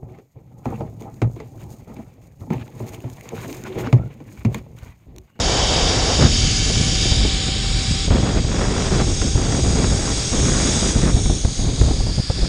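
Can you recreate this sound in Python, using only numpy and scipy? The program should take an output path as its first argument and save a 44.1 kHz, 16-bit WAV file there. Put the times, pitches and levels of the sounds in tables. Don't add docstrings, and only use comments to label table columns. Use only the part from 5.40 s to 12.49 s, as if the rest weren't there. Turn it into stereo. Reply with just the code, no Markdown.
import sys
import numpy as np
from scipy import signal
from scipy.fft import rfft, irfft
from scipy.io import wavfile
from scipy.ndimage import uniform_filter1d, map_coordinates

SR = 44100
rng = np.random.default_rng(int(sys.argv[2]) if len(sys.argv) > 2 else 0)


def inscribe(sig):
    pcm = np.round(np.clip(np.atleast_2d(sig).T, -1, 1) * 32767)
    wavfile.write(sys.argv[1], SR, pcm.astype(np.int16))


N = 312624
T = np.arange(N) / SR
BINS = np.maximum(np.fft.rfftfreq(N, 1 / SR), 1)

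# freq_hz, relative_db_per_hz
SPIT_COLOUR = [(600, -5.5), (1300, 4.5), (2000, 1.5), (3000, -8), (6000, -39), (12000, -59)]


def undb(db):
    return 10 ** (np.asarray(db) / 20)


def unit(x):
    return x / np.sqrt(np.mean(x ** 2))


def curves(table):
    time_s, *columns = np.transpose(table)
    return [np.interp(T, time_s, column) for column in columns]


def colour(points):
    hz, db = np.transpose(points)
    return undb(np.interp(np.log(BINS), np.log(hz), db))


def shaped(x, gain):
    return unit(irfft(rfft(x) * gain, N))


def noise():
    return rng.standard_normal(N)


def walk(rate_hz):
    return shaped(noise(), 1 / (1 + (BINS / rate_hz) ** 4))


def steady(x, seconds):
    size = max(int(seconds * SR), 2)
    power = uniform_filter1d(uniform_filter1d(x ** 2, size), size)
    return x / np.sqrt(power + 1e-9)


def lift(x, band, db):
    return x + irfft(rfft(x) * band, N) * (undb(db) - 1)


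def strand_phase(wobble_share=.005, wobble_hz=12):
    # time_s, strand_rate_hz
    speed = [(0, 751), (.4, 757), (1.05, 763.6), (1.35, 767.4), (2.25, 771.5), (2.65, 772.3), (5, 795.7),
             (7.09, 782)]
    strand_hz, = curves(speed)
    return 2 * np.pi * np.cumsum(strand_hz * (1 + wobble_share * walk(wobble_hz))) / SR


def contact_noise(phase, strands_per_turn=13.5, worn=0.5, order=768):
    turn = phase / (2 * np.pi * strands_per_turn) % 1
    groove = unit(irfft(np.exp(2j * np.pi * rng.random(order // 2 + 1))))
    wear = map_coordinates(groove, [turn * order], mode="grid-wrap")
    return noise() + worn * wear


def shimmer(x):
    width_hz, depth_db, rate_hz = 260, 1.2, 3
    for hz in np.linspace(3100, 6600, 7):
        band = 1 / (1 + ((BINS - hz) / width_hz) ** 4)
        x = lift(x, band, depth_db * walk(rate_hz))
    return unit(x)


def drift(x, drift_share=.007, drift_hz=3):
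    wander = drift_share * walk(drift_hz)
    position = np.arange(N) + np.cumsum(wander - wander.mean())
    return map_coordinates(x, [position], order=5, mode="mirror")


def whir(phase, pulsing=0.067, pulsing_turned=0.048, flicker_db=0.33, chatter_db=0.4, treble_hz=7800):
    # time_s, level_db
    whir_level = [(0, -21.5), (1.1, -19.5), (1.7, -20.5), (2.2, -23), (2.65, -22.5), (2.69, -27.5),
                  (3.08, -28), (3.89, -26.5), (3.98, -29.5), (4.1, -28), (4.7, -25.5), (5.2, -24),
                  (5.5, -23), (5.54, -27.5), (5.96, -28.5), (6.04, -32), (6.17, -30.5), (6.6, -32),
                  (7.09, -29)]
    # time_s, gain_db
    treble_gain = [(0, -15.5), (1.45, -9.5), (1.85, -13.5), (2.3, -7), (2.65, -7), (3.05, -7), (3.85, 1.5),
                   (5, 3), (6.55, 4), (7.09, -0.5)]
    # time_s, pose (0 open to the trolley, 1 half turned, 2 side on, 3 leaning,
    # 4 tipping forward, 5 looking down), hollow_gain_db
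    rider_pose = [(0, 0, 0.5), (1.55, -0.2, 3), (2.0, 0.8, -10.5), (2.35, 1, -7.5), (2.65, 1.4, -8.5),
                  (2.75, 2, -11), (3.3, 2, -2.5), (3.9, 2, -2), (5.5, 2, 0), (5.72, 2.5, -2), (5.85, 3, -2),
                  (5.96, 3, 1.5), (6.05, 3.5, 2), (6.3, 4, 0), (6.48, 4, 0), (6.68, 5, 0), (7.09, 5, -5)]
    # centre_hz, width_hz, relative_db in pose 0, 1, 2, 3, 4, 5
    resonances = [(1710, 46, -7, -14, -25, -13, -16, -7), (2280, 234, -5, -7, -9.5, -10, -11, -14),
                  (2756, 280, -5.5, -10, -12.5, -17, -21, -18), (3090, 220, 0.5, -3, -15, -17, -18, -28),
                  (3380, 280, -1.5, -2.5, -3.5, -2, -4.5, -6), (3662, 103, 3, -2, -4, 0, -1.5, -3.5),
                  (3884, 100, 0, 1, -2.5, 0, 0, -19), (4320, 690, -9, -6.5, -11, -9, -7, -6.5),
                  (4596, 62, 3, -12, -5, -12, -3, -5), (4700, 160, 2.5, -1, -5.5, -9, 1, 4.5),
                  (4910, 155, -0.5, 1, 1.5, -5, 0, 1.5), (5110, 180, 1.5, -6, -12, -12, -7, 0),
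                  (5406, 165, 1, 0, 1, 3.5, -11, -4), (5590, 310, -7, -4, -11, -2, -13, -4),
                  (5806, 110, -0.5, -1.5, 3.5, 2, -9, -10), (6270, 370, -10, -12, -4, 4, -5, -22),
                  (6470, 170, 0, 2, 2.5, 3, 0, -3), (6636, 155, -2.5, -6, 3.5, 5, 2, -8),
                  (6910, 180, -4, 0.5, -3, -4, -4, -16), (7080, 220, -1.5, -7, -6.5, -10, -6, -8),
                  (7540, 260, -6.5, -7, -7, -22, -20, -22), (7820, 240, -4.5, -6, -5, -10, -10, -18),
                  (8280, 370, -26, -14, -9.5, -9, -16, -19), (8734, 236, -9, -7.5, -7, -3.5, -11, -17),
                  (9350, 370, -4.5, -14, -24, -15, -23, -21), (10680, 280, -24, -20, -23, -26, -27, -26)]
    # freq_hz, relative_db_per_hz
    roll = [(210, -49), (720, -26), (1100, -14.5), (1450, -13), (2450, -13), (4400, -11), (7100, -13.5),
            (9100, -19.5), (10400, -29.5), (11400, -64), (12400, -47), (13300, -51)]
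    hollow_hz, hollow_width_hz = 6090, 1400

    level_db, = curves(whir_level)
    treble_db, = curves(treble_gain)
    pose, hollow_db = curves(rider_pose)
    depth = np.interp(pose, [0, 1], [pulsing, pulsing_turned])
    pulses = 1 + depth * np.cos(phase)
    unevenness = undb(flicker_db * walk(5.6) + chatter_db * walk(200))
    contact = contact_noise(phase) * pulses * unevenness
    roll_power = colour(roll) ** 2
    out = 0
    for k in range(len(resonances[0]) - 2):
        ring_power = 0
        for hz, width_hz, *db in resonances:
            ring = undb(db[k]) / (1 + ((BINS - hz) / (0.6 * width_hz)) ** 2)
            ring_power = ring_power + ring ** 2
        share = np.clip(1 - abs(pose - k), 0, 1)
        out = out + share * shaped(contact, np.sqrt(ring_power + roll_power))
    out = drift(shimmer(out))
    hollow_band = 1 / (1 + ((BINS - hollow_hz) / (hollow_width_hz / 2)) ** 2)
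    out = lift(out, hollow_band, hollow_db)
    treble_band = 1 / (1 + (treble_hz / BINS) ** 10)
    out = lift(out, treble_band, treble_db)
    return out * undb(level_db)


def hum(phase):
    # time_s, level_db
    hum_level = [(0, -38), (.95, -44), (1.6, -41), (2.64, -42.5), (2.7, -52), (4.3, -44.5), (6, -53),
                 (7.09, -66)]
    waver_db, waver_hz = 1.6, 23
    fray_rad, fray_hz = .16, 40
    level_db, = curves(hum_level)
    out = 0
    for k, partial_db in enumerate([0, -12, -12], 1):
        tone = np.sin(k * (phase + fray_rad * walk(fray_hz)))
        out = out + tone * undb(level_db + partial_db + waver_db * walk(waver_hz))
    return np.sqrt(2) * out


def stream():
    # freq_hz, relative_db_per_hz
    roar = [(130, -20), (270, -1), (400, 1.5), (720, 0.5), (900, -3.5), (1300, -9.5), (2000, -11.5),
            (4000, -40), (12000, -76)]
    level_db, end_s, fade_s = -23.5, 0.863, 0.15
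    surge_db, surge_hz = .9, 25
    level = undb(level_db + surge_db * walk(surge_hz))
    fade = np.sqrt(np.clip((end_s - T) / fade_s, 0, 1))
    return shaped(noise(), colour(roar)) * level * fade


def gust(start_s, length_s, release_s, rise_share=0.085):
    rise = np.clip((T - start_s) / (rise_share * length_s), 0, 1)
    return rise * np.exp(-np.clip((T - start_s - length_s) / release_s, 0, 20))


def eddy_levels():
    # time_s, flutter_level_db
    breeze_level = [(0, -29.5), (1.6, -28.5), (2.25, -31), (2.6, -32.5), (3.04, -30.5), (3.2, -29.5),
                    (4.85, -32.5), (5.7, -32.5), (5.97, -30), (6.02, -35), (6.09, -29), (6.15, -38),
                    (6.22, -27.5), (6.55, -31), (6.78, -33.5), (6.83, -40.5), (6.95, -34.5), (7.09, -34)]
    # start_s, length_s, flutter_db, rasp_db, spit_db
    gusts = [(0.784, 0.093, -18, -28, -41), (0.808, 0.054, -23, -25.5, -26), (0.883, 0.21, -31.5, -43, -57),
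             (1.342, 0.16, -31, -44, -42), (1.736, 0.12, -29, -49, -55), (2.706, 0.093, -19.5, -25.5, -33),
             (2.821, 0.091, -23.5, -26.5, -34), (2.918, .072, -22, -31, -35), (3.07, 0.09, -28, -31, -38),
             (3.158, .1, -25, -26.5, -32), (3.258, .23, -26.5, -26.5, -33.5),
             (3.496, 0.13, -21.5, -25.5, -32.5), (3.663, 0.057, -26.5, -32.5, -45),
             (3.807, 0.075, -24, -38, -40), (3.966, 0.15, -25, -31.5, -37.5),
             (4.116, 0.081, -21, -29, -37.5), (4.23, 0.099, -21.5, -29, -36),
             (4.343, .13, -21.5, -27.5, -35.5), (4.49, 0.083, -27.5, -30.5, -37.5),
             (4.577, 0.15, -26.5, -30, -35), (4.74, 0.161, -37.5, -34.5, -42),
             (4.91, 0.13, -23.5, -28, -36), (5.037, 0.25, -21.5, -29, -31),
             (5.267, 0.25, -23.5, -29.5, -35.5), (5.529, 0.067, -21, -30, -37.5),
             (5.612, 0.091, -18, -28, -32.5), (5.746, 0.044, -23, -31, -45), (5.893, 0.025, -25, -43, -57),
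             (6.212, 0.11, -37.5, -42, -50), (6.433, 0.11, -26.5, -34, -51),
             (6.971, 0.081, -28.5, -37.5, -56)]
    # centre_s, level_db
    swells = [(.45, -23), (1.02, -17), (1.38, -26), (1.82, -15), (2.33, -18), (2.51, -19), (2.72, -17),
              (3.02, -19.5), (3.68, -18.5), (3.96, -24), (4.28, -16.5), (4.52, -17), (5.03, -18.5),
              (5.6, -15.5), (5.73, -22), (5.9, -18.5), (6.25, -21), (6.44, -16), (6.54, -20.5), (6.68, -22),
              (7.05, -23)]
    breeze_rumble_db, breeze_rasp_db = 8, -10
    gust_rumble_db = -1.5
    release_s, fine_release_s = 0.031, .012
    swell_s = 0.047

    breeze = undb(curves(breeze_level)[0])
    middle, small, finest = 0, 0, 0
    for start_s, length_s, flutter_db, rasp_db, spit_db in gusts:
        middle = middle + (gust(start_s, length_s, release_s) * undb(flutter_db)) ** 2
        fine = gust(start_s, length_s, fine_release_s) ** 2
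        small = small + fine * undb(rasp_db) ** 2
        finest = finest + fine * undb(spit_db) ** 2
    large = middle * undb(gust_rumble_db) ** 2
    for centre_s, level_db in swells:
        large = large + undb(level_db) ** 2 * np.exp(-np.minimum(abs(T - centre_s) / swell_s, 10) ** 2)
    large = large + (breeze * undb(breeze_rumble_db)) ** 2
    middle = middle + breeze ** 2
    small = small + (breeze * undb(breeze_rasp_db)) ** 2
    return [np.sqrt(power) for power in (large, middle, small, finest)]


def wind(patchy_db=2.5, tearing_db=3.0, surge_db=0.5, surge_hz=14, grain_db=3, grain_hz=300):
    # freq_hz, relative_db_per_hz
    rumble_colour = [(10, -16), (22, -6.5), (45, 4), (70, 0.5), (110, -3), (155, -8), (250, -22),
                     (600, -107)]
    flutter_colour = [(60, -24), (120, 2), (170, 2.5), (280, 0), (450, -10), (700, -17), (1500, -63),
                      (4000, -94)]
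    rasp_colour = [(200, -14), (400, 6.5), (560, -0.5), (800, -3.5), (1200, -10.5), (2000, -26.5),
                   (3000, -20.5), (6000, -35), (12000, -70)]
    ragged_db, ragged_hz = 1.2, 50

    large, middle, small, finest = eddy_levels()
    surge = undb(surge_db * walk(surge_hz))
    rumble = steady(shaped(noise(), colour(rumble_colour)), seconds=0.13)
    patches_db = patchy_db * walk(60)
    flutter = steady(shaped(noise() * undb(patches_db), colour(flutter_colour)), seconds=0.089)
    torn = undb(patches_db - tearing_db * np.tanh(rumble))
    rasp = steady(shaped(noise() * torn, colour(rasp_colour)), seconds=0.0087)
    grains = undb(grain_db * walk(grain_hz))
    spit = steady(shaped(noise() * torn * grains, colour(SPIT_COLOUR)), seconds=0.01)
    ragged = unit(undb(ragged_db * walk(ragged_hz)))
    fine = ragged * (rasp * small + spit * finest)
    return rumble * large + surge * (flutter * middle + fine)


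def buffets(puff_s=0.0044, lead_s=0.0046, crack_s=0.0019):
    # time_s, pressure_db, swing_s, puff_db, crack_db
    slaps = [(0.799, -7, 0.0009, -21, -40), (0.811, -18, 0.0027, -28, -28), (0.827, -8, 0.0017, -19, -21),
             (0.854, -6, 0.00187, -16, -28), (1.263, -11, 0.0028, -25, -50),
             (1.301, -14.5, 0.0013, -20, -40), (1.372, -8, 0.0023, -27, -45), (1.414, -9, 0.0014, -27, -40),
             (1.657, -15, 0.0014, -20, -38), (1.721, -6, 0.0024, -22, -34), (1.852, -15, 0.0012, -18, -40),
             (2.084, -13, 0.0018, -31, -54.5), (2.512, -11, 0.0013, -35, -55),
             (2.681, -14, 0.0016, -23.5, -50), (2.709, -7.5, 0.0022, -21, -23.5),
             (2.759, -10.5, 0.00087, -23, -31), (2.835, -11, 0.00086, -23, -40),
             (2.974, -13, 0.0028, -22.5, -28), (3.05, -16, .003, -27, -34), (3.217, -18, 0.0012, -19, -26),
             (3.602, -18, 0.00089, -20, -24), (3.622, -15, 0.0013, -25, -33), (3.82, -13, 0.0031, -29, -23),
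             (3.956, -5, 0.0026, -21, -41), (3.981, -13, .002, -25, -31), (4.127, -19, 0.0013, -20, -28),
             (4.152, -16, .0012, -24, -29), (4.401, -8, .0012, -19.5, -31), (4.447, -10, 0.0019, -29, -24),
             (5.057, -18, .0015, -27, -29), (5.16, -12, 0.001, -21, -33), (5.749, -4.5, 0.0024, -27, -41),
             (5.77, -8, 0.0018, -25, -38), (5.861, -8, 0.0028, -21.5, -31), (5.9, -11.5, 0.002, -19.5, -35),
             (6.052, -5.5, 0.0027, -19, -31), (6.193, -14, 0.0045, -25.5, -43),
             (6.276, -9, 0.0029, -28, -45), (6.293, -20, 0.0034, -24, -38), (6.417, -5, 0.0024, -17, -27),
             (6.437, -14, 0.0021, -26, -42), (6.481, -12, 0.0016, -20, -41), (6.512, -10, 0.004, -20, -41),
             (6.607, -12, 0.0042, -24, -40), (6.669, -16, .002, -24.5, -45),
             (6.694, -19, 0.0038, -22.5, -42), (6.783, -10, 0.0015, -22.5, -44),
             (6.8, -8, 0.0018, -26, -47), (6.903, -7.5, 0.0019, -20, -36), (7.032, -11, 0.0048, -25, -42),
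             (7.058, -12, 0.0015, -28, -42)]
    # freq_hz, relative_db_per_hz
    puff_colour = [(90, -27), (220, 8), (420, 0), (700, -4.5), (1100, -15.5), (1700, -30), (2400, -39),
                   (6000, -70)]
    out = np.zeros(N)
    dull = steady(shaped(noise(), colour(puff_colour)), seconds=0.0094)
    bright = steady(shaped(noise(), colour(SPIT_COLOUR)), seconds=0.0094)
    for time_s, pressure_db, swing_s, puff_db, crack_db in slaps:
        near = slice(*np.searchsorted(T, [time_s - .05, time_s + .08]))
        u = (T[near] - time_s) / swing_s
        swing = undb(pressure_db) * u * np.exp((1 - u ** 2) / 2)
        age_s = np.maximum(T[near] - time_s + lead_s, 0)
        puff = undb(puff_db) * dull[near] * age_s / puff_s * np.exp(1 - age_s / puff_s)
        crack = undb(crack_db) * bright[near] * age_s / crack_s * np.exp(1 - age_s / crack_s)
        out[near] += swing + puff + crack
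    return out


def scene():
    phase = strand_phase()
    mono = whir(phase) + hum(phase) + stream() + wind() + buffets()
    return np.array([mono, mono])


def record(dry, ceiling=1.8, top_hz=13400):
    rounded = ceiling * np.tanh(dry / ceiling)
    low_pass = signal.ellip(8, .2, 70, top_hz, fs=SR, output="sos")
    return signal.sosfilt(low_pass, rounded)


dry = scene()
out = record(dry)
inscribe(out)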